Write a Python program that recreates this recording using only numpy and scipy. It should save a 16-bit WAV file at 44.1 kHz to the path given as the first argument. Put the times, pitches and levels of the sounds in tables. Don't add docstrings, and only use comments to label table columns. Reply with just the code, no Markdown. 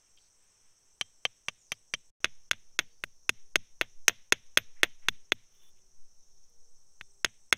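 import sys
import numpy as np
from scipy import signal
from scipy.fft import rfft, irfft
from scipy.io import wavfile

SR = 44100
rng = np.random.default_rng(int(sys.argv[2]) if len(sys.argv) > 2 else 0)


def elevation(decibels):
    levels = np.asarray(decibels, float)
    return 10 ** (levels / 20)


def put_to_file(sound):
    columns = np.atleast_2d(sound).T
    safe = np.clip(columns, -1, 1)
    whole_steps = np.round(safe * 32767)
    wavfile.write(sys.argv[1], SR, whole_steps.astype(np.int16))


N = 333837

# [t/s, peak level/dB, then relative to it: tip/dB, shaft/dB, brightness/dB]
LOW_BLOWS = [
    (0.174, -63.5, 20, 1, -42),
    (1.011, -14.5, -8, -12.5, -25.5),
    (1.252, -11, -15.5, -15, -35),
    (1.484, -13, -24, -15.5, -29.5),
    (1.719, -13.5, -18, -13.5, -22.5),
    (1.938, -12.5, -14, -11.5, -30.5),
]
UPRIGHT_BLOWS = [(2.244, -6, -10.5, -13, -24), (2.512, -8, -10, -8, -22), (2.79, -7, -7, -9.5, -25.5),
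                 (3.038, -17.5, -23, -23, -21.5), (3.293, -7, -12.5, -12.5, -19),
                 (3.557, -5, -10.5, -11, -25), (3.812, -8.5, -14.5, -19, -25.5),
                 (4.081, -1.5, -17, -4.5, -16), (4.323, -1.5, -11, -11.5, -22.5),
                 (4.573, -2, -10, -10.5, -16.5), (4.832, -3, -7.5, -16.5, -19),
                 (5.085, -6, -5.5, -17, -25.5), (5.32, -6.5, -6.5, -21, -28.5),
                 (7.011, -26.5, -12, -24.5, -32), (7.246, -7.5, -4, -10, -22.5),
                 (7.526, -3, -12, -13, -20.5)]
# [t/s, peak level/dB, tip relative to it/dB]
BOUNCES = [(2.255, -23, -8.5), (2.532, -29, -8), (2.796, -18, -34), (3.818, -18.5, -6.5),
           (4.095, -16.5, -15.5), (4.328, -16.5, -14), (4.585, -21, -21), (4.841, -16.5, -17.5),
           (4.848, -33, -10), (7.26, -26.5, -24.5), (7.537, -24.5, -35.5)]
LOOSE_TIMES = [1.719, 2.79, 3.038, 3.812, 4.081, 4.573, 4.832, 5.085, 5.32, 7.011]
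SEATED_TIMES = [3.038, 3.293, 3.557, 3.812, 4.832, 5.32, 7.011, 7.246]
LOW_MODES = [440, 620, 780, 1190, 1500, 1900, 2300, 2330, 2690, 3060, 3150, 3200, 4110, 4680, 5900, 6160,
             9200, 9570, 11700, 12650, 13280, 15100]
# [width/Hz, height/dB]
LOW_BODY = [(183, -35), (180, -31.5), (156.7, -22.5), (103, -14.5), (200, -23.5), (196, -21.5), (990, 7),
            (131, -9), (104, -12), (90.6, -6.5), (30, -15.5), (6.89, -41.5), (112, -20.5), (173, -13),
            (72.6, -18.5), (95.7, -27.5), (200, -20), (150, -18), (250, -44), (100, -31), (35, -43.5),
            (250, -34.5)]
UPRIGHT_MODES = [392, 610, 1100, 1600, 1880, 2140, 2300, 2540, 3360, 3500, 3560, 3900, 4350, 5100, 5400,
                 5740, 6350, 6600, 7950, 8350, 9280, 9950, 10290, 11700, 13610, 14835, 15480]
# [width/Hz, height/dB]
UPRIGHT_BODY = [(184, -21.5), (185.2, -21.5), (255.3, -26.5), (198.3, -7), (216, -4.5), (257, -2),
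                (1046.5, 0.5), (300, -2), (153.04, -8.5), (15.2, -52), (73, -22), (150.5, -17.5),
                (102, -27.5), (273, -14), (149, -19.5), (132, -25), (108, -18.5), (146, -21), (53.3, -41),
                (490, -26), (120, -34.5), (194, -25.5), (128, -30), (505, -31.5), (35, -33.5),
                (67.8, -38.5), (200, -30)]
# [f/Hz, level/dB per Hz]
CRUNCH = [(88, -47.5), (150, -28), (571, -13), (830, -17), (2130, 0), (3490, -4), (4600, -20.5),
          (6420, -4.5), (7220, -20), (13600, -21), (16500, -34.5)]
# [t/s, f/Hz, width/Hz, level/dB]
PINGS = [
    (0.171, 3150, 40, -71),
    (1.013, 3170, 9, -60.5),
    (2.255, 3500, 70, -42),
    (2.535, 3500, 70, -47),
    (7.013, 3560, 10, -77),
]
SOIL_MODES = [86, 112, 150, 213]
# [level/dB, decay by 60 dB/s]
SOIL_DECAY = [(-57.5, 0.27), (-57, 0.3), (-56, 0.19), (-62.5, 0.36)]
# [f/Hz, level/dB per Hz]
RETURN_COLOUR = [(410, -51), (700, -21.5), (1950, 3.5), (2650, 4), (3690, 5), (4490, -9.5), (6240, 4),
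                 (7880, -27.5), (10100, -16.5), (13000, -21)]
# [t/s, length/s, level/dB]
DRAGS = [
    (5.5, 0.13, -72),
    (5.6, .12, -70),
    (5.751, .07, -88),
    (6.43, .04, -87),
]
# [t/s, peak level/dB]
TICKS = [(0.0667, -72), (0.167, -52), (0.4394, -57), (0.4794, -65), (1.3663, -56), (5.6116, -72.5),
         (5.648, -63), (5.7673, -65), (5.7944, -78.5), (5.8644, -86.5), (6.4494, -67.5), (6.4996, -52)]
# [f/Hz, level/dB per Hz]
CICADAS = [(2820, -57.5), (4800, -27), (5000, -29), (5090, -22.5), (5360, 0), (5980, 2.5), (6750, -4.5),
           (7200, -23.5), (7400, -26), (9620, -44), (16300, -120)]
CRICKET_PITCHES = [7480, 7790, 8060, 8460, 8760, 9290]
# [width/Hz, level/dB]
CRICKETS = [(93, -1), (49.12, -2), (59.56, 1), (72, -2.5), (78.73, -5.5), (94.45, -8)]
# [t/s, cricket level/dB, leaf level/dB]
CHORUS = [(0, -76, -77.5), (.5, -74, -77.5), (2.1, -75.5, -90.5), (2.2, -82.5, -79.5), (3.3, -86, -92),
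          (4.8, -83.5, -79.5), (5.6, -84.5, -85), (6.35, -86, -90.5), (6.9, -76, -91.5), (7.57, -77, -88.5)]
# [t/s, length/s, start f/Hz, end f/Hz,
# level/dB]
BUZZES = [(0.169, 0.024, 2924, 3280, -65), (0.162, 0.14, 4450, 4450, -75.5), (1.571, 0.13, 7300, 6000, -68),
          (1.67, .1, 5600, 5000, -70), (2.775, 0.41, 4430, 4900, -82), (4.747, 0.09, 2000, 2100, -68),
          (5.012, .07, 2100, 2100, -67), (5.756, .045, 2800, 2800, -77), (6.1, 0.55, 3900, 3300, -90)]
BUZZ_WIDTHS = (500, 900, 500, 500, 90, 700, 700, 600, 300)
# [t/s, length/s, f/Hz, level/dB]
COOS = [(2.84, 0.13, 468, -81), (3.327, .19, 411, -83), (3.868, 0.19, 380, -86.5), (4.43, .1, 503, -87),
        (4.627, 0.13, 476, -81), (5.138, 0.18, 408, -82), (5.54, .43, 380, -86), (6.253, .14, 392, -86),
        (6.472, 0.28, 470, -82), (7.048, 0.17, 396, -83)]
# [f/Hz, level/dB per Hz]
LEAVES = [(530, -18), (900, -8.5), (1040, -6), (1180, -5.5), (3200, -4.5), (4760, -17.5), (5200, -3.5),
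          (6760, -31.5), (11400, -120)]
# [f/Hz, level/dB per Hz]
FAR_FOREST = [(150, -31), (230, -15), (400, -8), (620, -11.5), (1000, -14), (2400, -27), (4500, -19.5),
              (7000, -21), (8500, -15), (10000, -21.5), (16000, -29.5)]
# [t/s, level/dB]
WIND = [(0.0, -70.5), (2.17, -60), (2.32, -44.5), (3.01, -51.5), (4.15, -43.5), (4.24, -58.5), (4.72, -47),
        (5.17, -43.5), (5.37, -52.5), (5.65, -41), (6.11, -44.5), (6.39, -45), (6.47, -48.5), (7.57, -55.5)]
# [f/Hz, level/dB per Hz]
RUMBLE = [(15, -1.5), (30, -4.5), (60, -9), (120, -14), (220, -18), (320, -38)]

CHANGE_S = (2.102, 2.204)


def rms_one(x):
    return x / np.sqrt(np.mean(x ** 2) + 1e-20)


def in_time(rows):
    s, *columns = np.transpose(rows)
    return [np.interp(np.arange(N) / SR, s, c) for c in columns]


def drift(rate_hz):
    r = np.exp(-2 * np.pi * rate_hz / SR)
    wander = signal.lfilter([1], [1, -2 * r, r * r], rng.standard_normal(N + SR))
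    return rms_one(wander[SR:])


def coloured(spectrum, size):
    hz = np.fft.rfftfreq(size, 1 / SR) + 1
    points = np.array(spectrum)
    db = np.interp(np.log(hz), np.log(points[:, 0]), points[:, 1], left=-80, right=-80)
    return rms_one(irfft(rfft(rng.standard_normal(size)) * elevation(db), size))


def ring(x, hz, width_hz):
    r, w = np.exp(-np.pi * width_hz / SR), 2 * np.pi * hz / SR
    return signal.lfilter([0, np.sin(w)], [1, -2 * r * np.cos(w), r * r], x + 1e-18)


def rough_tone(hz, width_hz):
    return np.sqrt(2) * drift(width_hz) * np.sin(2 * np.pi * np.cumsum(hz) / SR)


def swell(start_s, length_s, edge):
    u = (np.arange(N) / SR - start_s) / length_s
    return np.sin(np.pi / 2 * np.clip(np.minimum(u, 1 - u) / edge, 0, 1)) ** 2


def highpass(x, order, hz):
    return signal.sosfilt(signal.butter(order, hz, "high", fs=SR, output="sos"), x)


def chisel():
    low = struck(LOW_BLOWS, ring_db=-19.5, bright_share=1.2, knock_db=-8, knock_share=1.78)
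    upright = struck(UPRIGHT_BLOWS, ring_db=-40, bright_share=0.7, knock_db=-20, knock_share=1.43)
    bounces = [(*row, -27, -29) for row in BOUNCES]
    bounces = struck(bounces, ring_db=-28.5, bright_share=1.3, knock_db=-12, knock_share=1.3)
    out = blows(*low, LOW_MODES, LOW_BODY, crunch_db=-18, crunch_s=.005, grip_s=.014)
    out += blows(*upright, UPRIGHT_MODES, UPRIGHT_BODY, crunch_db=-17, crunch_s=.003, grip_s=.011)
    out += blows(*bounces, UPRIGHT_MODES, UPRIGHT_BODY, crunch_db=-22.5, crunch_s=0.013, grip_s=0.004)
    return out


def struck(table, ring_db, bright_share, knock_db, knock_share):
    rows = np.array(table)
    loose, seated = (np.abs(rows[:, :1] - times).min(axis=1) < .004 for times in (LOOSE_TIMES, SEATED_TIMES))
    top_ring_db = ring_db + bright_share * rows[:, 4] + 14 * loose
    stone_db = knock_db + knock_share * rows[:, 1] + 5.5 * seated
    return np.c_[rows, top_ring_db], stone_db


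def blows(table, knocks_db, hz, body, crunch_db, crunch_s, grip_s):
    size = 4096
    out, t, hz = np.zeros(N + size), np.arange(size) / SR, np.array(hz)
    width_hz, height_db = np.transpose(body)
    zones_hz = np.log([700, 1200, 2800, 3300, 4300, 6100, 7500, 12000, 13000])
    bins_hz = np.fft.rfftfreq(size, 1 / SR) + 1
    choke = np.where((hz > 13000) | (width_hz < 25), 1, np.exp(-(t[:, None] / grip_s) ** 4))
    lasting = (width_hz < 25) & (hz < 13000)
    rise = 1 - np.exp(-np.outer(t, np.minimum(width_hz * 12, 5000.)))
    envelope = np.exp(-np.pi * np.outer(t, width_hz)) * rise * choke
    for (s, level_db, tip, shaft, bright, top_ring), knock_db in zip(table, knocks_db):
        def tilt(f, tip_db, last_db):
            middle = [tip_db + 13, (tip_db + shaft) / 2 + 13, shaft + 17]
            gains = [knock_db - level_db + 27.5, 0, 0, *middle, bright + 27, bright + 27, last_db]
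            return np.interp(np.log(f), zones_hz, gains)

        luck = rng.standard_normal((2, len(hz)))
        detuned = hz * (1 + .002 * luck[1])
        modes = envelope * np.sin(2 * np.pi * np.outer(t, detuned))
        lasting_db = 2.2 * min(tip + 8, 0) - .6 * max(level_db + 14, -13) - 22
        mode_db = height_db + tilt(hz, tip, top_ring + 36) + lasting * lasting_db + 2 * luck[0]

        crushed = irfft(rfft(coloured(CRUNCH, size)) * elevation(tilt(bins_hz, -9.5, bright + 27)))
        crack = irfft(rfft(crushed) * (bins_hz > 7000))
        crunch = (crushed - crack) * np.exp(-t / crunch_s) * (1 - np.exp(-t / 0.000067))
        crunch += elevation(7.5) * crack * np.exp(-t / 0.00068)

        i = round((s + 0.00025) * SR)
        out[i:i + size] += elevation(level_db) * (elevation(crunch_db) * crunch - modes @ elevation(mode_db))
    return highpass(out[:N], 3, 320)


def pings():
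    out = np.zeros(N)
    for s, hz, width_hz, db in PINGS:
        touch = np.zeros(N)
        touch[round(s * SR)] = 1
        out += elevation(db) * ring(touch, hz, width_hz)
    return out * elevation(1.5 * drift(40))


def ground_thump():
    s, level_db = np.array(LOW_BLOWS + UPRIGHT_BLOWS)[:, :2].T
    at = (s * SR).astype(int)
    slant_db = -5.5 * (s < CHANGE_S[0])
    shake_db = 2.55 + 0.61 * level_db + slant_db + 10
    shake = np.zeros(N)
    for hz, (db, t60) in zip(SOIL_MODES, SOIL_DECAY):
        push = np.zeros(N)
        push[at] = elevation(shake_db + 2 * rng.standard_normal(len(s)))
        shake += elevation(db) * ring(push, hz, 3.4 / t60)
    r = np.exp(-1 / (0.0016 * SR))
    shake = signal.lfilter([1 - r], [1, -r], shake)

    settle = signal.lfilter([1], [1, -elevation(-60 / (.18 * SR))], push)
    settle *= coloured([(60, -6), (100, 2), (250, -0.5), (400, -26.5)], N)

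    blow = np.zeros(N)
    blow[at] = elevation(-38 + 4 + .5 * level_db) * (level_db > -40)
    slab = ring(blow, 160, 70)
    return highpass(slab + shake + elevation(-63.5) * settle, 2, 55)


def forest_return():
    t = np.arange(SR // 2) / SR
    rise_s, hold_s, t60_s = .04, .03, .45
    decay = elevation(-120 * np.maximum(t - rise_s - hold_s, 0) / t60_s)
    shape = np.minimum(t / rise_s, 1) ** 3 * decay
    power = np.zeros(N + len(t))
    for s, level_db, *_ in LOW_BLOWS + UPRIGHT_BLOWS:
        return_db = level_db - 61.5 + 1 * (s < CHANGE_S[0])
        i = round(s * SR)
        power[i:i + len(t)] += elevation(2 * return_db) * shape
    return np.sqrt(power[:N]) * elevation(1.2 * drift(12)) * coloured(RETURN_COLOUR, N)


def grit():
    pressure = sum(elevation(db) * swell(s, length, edge=0.227) for s, length, db in DRAGS)
    clicks = rng.standard_normal(N) * (rng.random(N) < 3000 / SR) * elevation(2.5 * drift(40))
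    # f/Hz, width/Hz, level/dB
    modes = [(3480, 50, -4), (3150, 250, -5), (10250, 90, -14), (13450, 150, -14),
             (14850, 70, -17), (2400, 1200, -6), (11000, 7000, 6), (6500, 3000, -2)]
    scrape = sum(elevation(db + 2 * drift(15)) * ring(clicks, hz, width) for hz, width, db in modes)
    ticks = np.zeros(N)
    for s, db in TICKS:
        i = round(s * SR)
        ticks[i:i + 88] = elevation(db - 8) * rng.standard_normal(88) * np.exp(-np.arange(88) / 30)
    return pressure * rms_one(scrape) + highpass(ticks, 2, 6000)


def insects(cricket_db):
    out = elevation(-69.5 + 1.3 * drift(37) + 0.23 * drift(1.5)) * coloured(CICADAS, N)
    crickets = np.zeros(N)
    for hz, (width_hz, db) in zip(CRICKET_PITCHES, CRICKETS):
        wander = hz * (1 + .004 * drift(2))
        crickets += elevation(db + 2 * drift(3)) * rough_tone(wander, .9 * width_hz)
    out += elevation(cricket_db) * rms_one(crickets)
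    for (s, length, hz0, hz1, db), width_hz in zip(BUZZES, BUZZ_WIDTHS):
        hz, = in_time([(s, hz0), (s + length, hz1)])
        out += elevation(db) * swell(s, length, edge=.3) * rough_tone(hz, width_hz)
    return out


def dove():
    t = np.arange(N) / SR
    notes = np.zeros(N)
    for s, length, hz, db in COOS:
        mean_hz = hz + 30 * (length + s - t) / 2
        notes += elevation(db) * swell(s, length, edge=0.18) * np.sin(2 * np.pi * (t - s) * mean_hz)
    return np.sqrt(2) * notes * elevation(1.5 * drift(8))


def air(leaf_db):
    wind_db, = in_time(WIND)
    swings = signal.sosfilt(signal.butter(2, 12., fs=SR, output="sos"), drift(5.5))
    far = elevation(-78) * coloured(FAR_FOREST, N)
    leaves = elevation(leaf_db + 1.4 * drift(4)) * coloured(LEAVES, N)
    rumble = elevation(-71.5 + .12 * wind_db) * coloured(RUMBLE, N)
    return far + leaves + elevation(wind_db) * rms_one(swings) + rumble


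def scene():
    cricket_db, leaf_db = in_time(CHORUS)
    close = chisel() + pings() + ground_thump() + forest_return() + grit()
    around = insects(cricket_db) + dove() + air(leaf_db)
    return (close + around)[None]


def ducked(x):
    out, above = x.copy(), signal.butter(2, 200, "high", fs=SR, output="sos")
    for s, level_db, *_ in UPRIGHT_BLOWS:
        if level_db <= -8.5:
            continue
        end = round((s - .003) * SR)
        start = (end - 490) // 1024 * 1024 + 490
        faint = signal.sosfiltfilt(above, x[:, start - 2048:end])[:, 2048:]
        fade = signal.windows.tukey(end - start, 128 / (end - start + 128))
        out[:, start:end] -= (1 - elevation(-35)) * fade * faint
    return out


def low_pass(x):
    return signal.sosfilt(signal.butter(12, 17080, fs=SR, output="sos"), x)


def record(dry):
    hiss = elevation(-92) * rng.standard_normal(N)
    x = 0.96 * np.tanh((dry + hiss) / 0.99)
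    x = signal.sosfilt(signal.cheby2(10, 60, 17100, fs=SR, output="sos"), x)
    mix = ducked(x)
    a, b = (round(s * SR) for s in CHANGE_S)
    mix[:, a:b] = mix[:, a - 1:a] * np.exp(-np.arange(b - a) / 150)
    return low_pass(mix)


dry = scene()
out = record(dry)
put_to_file(out)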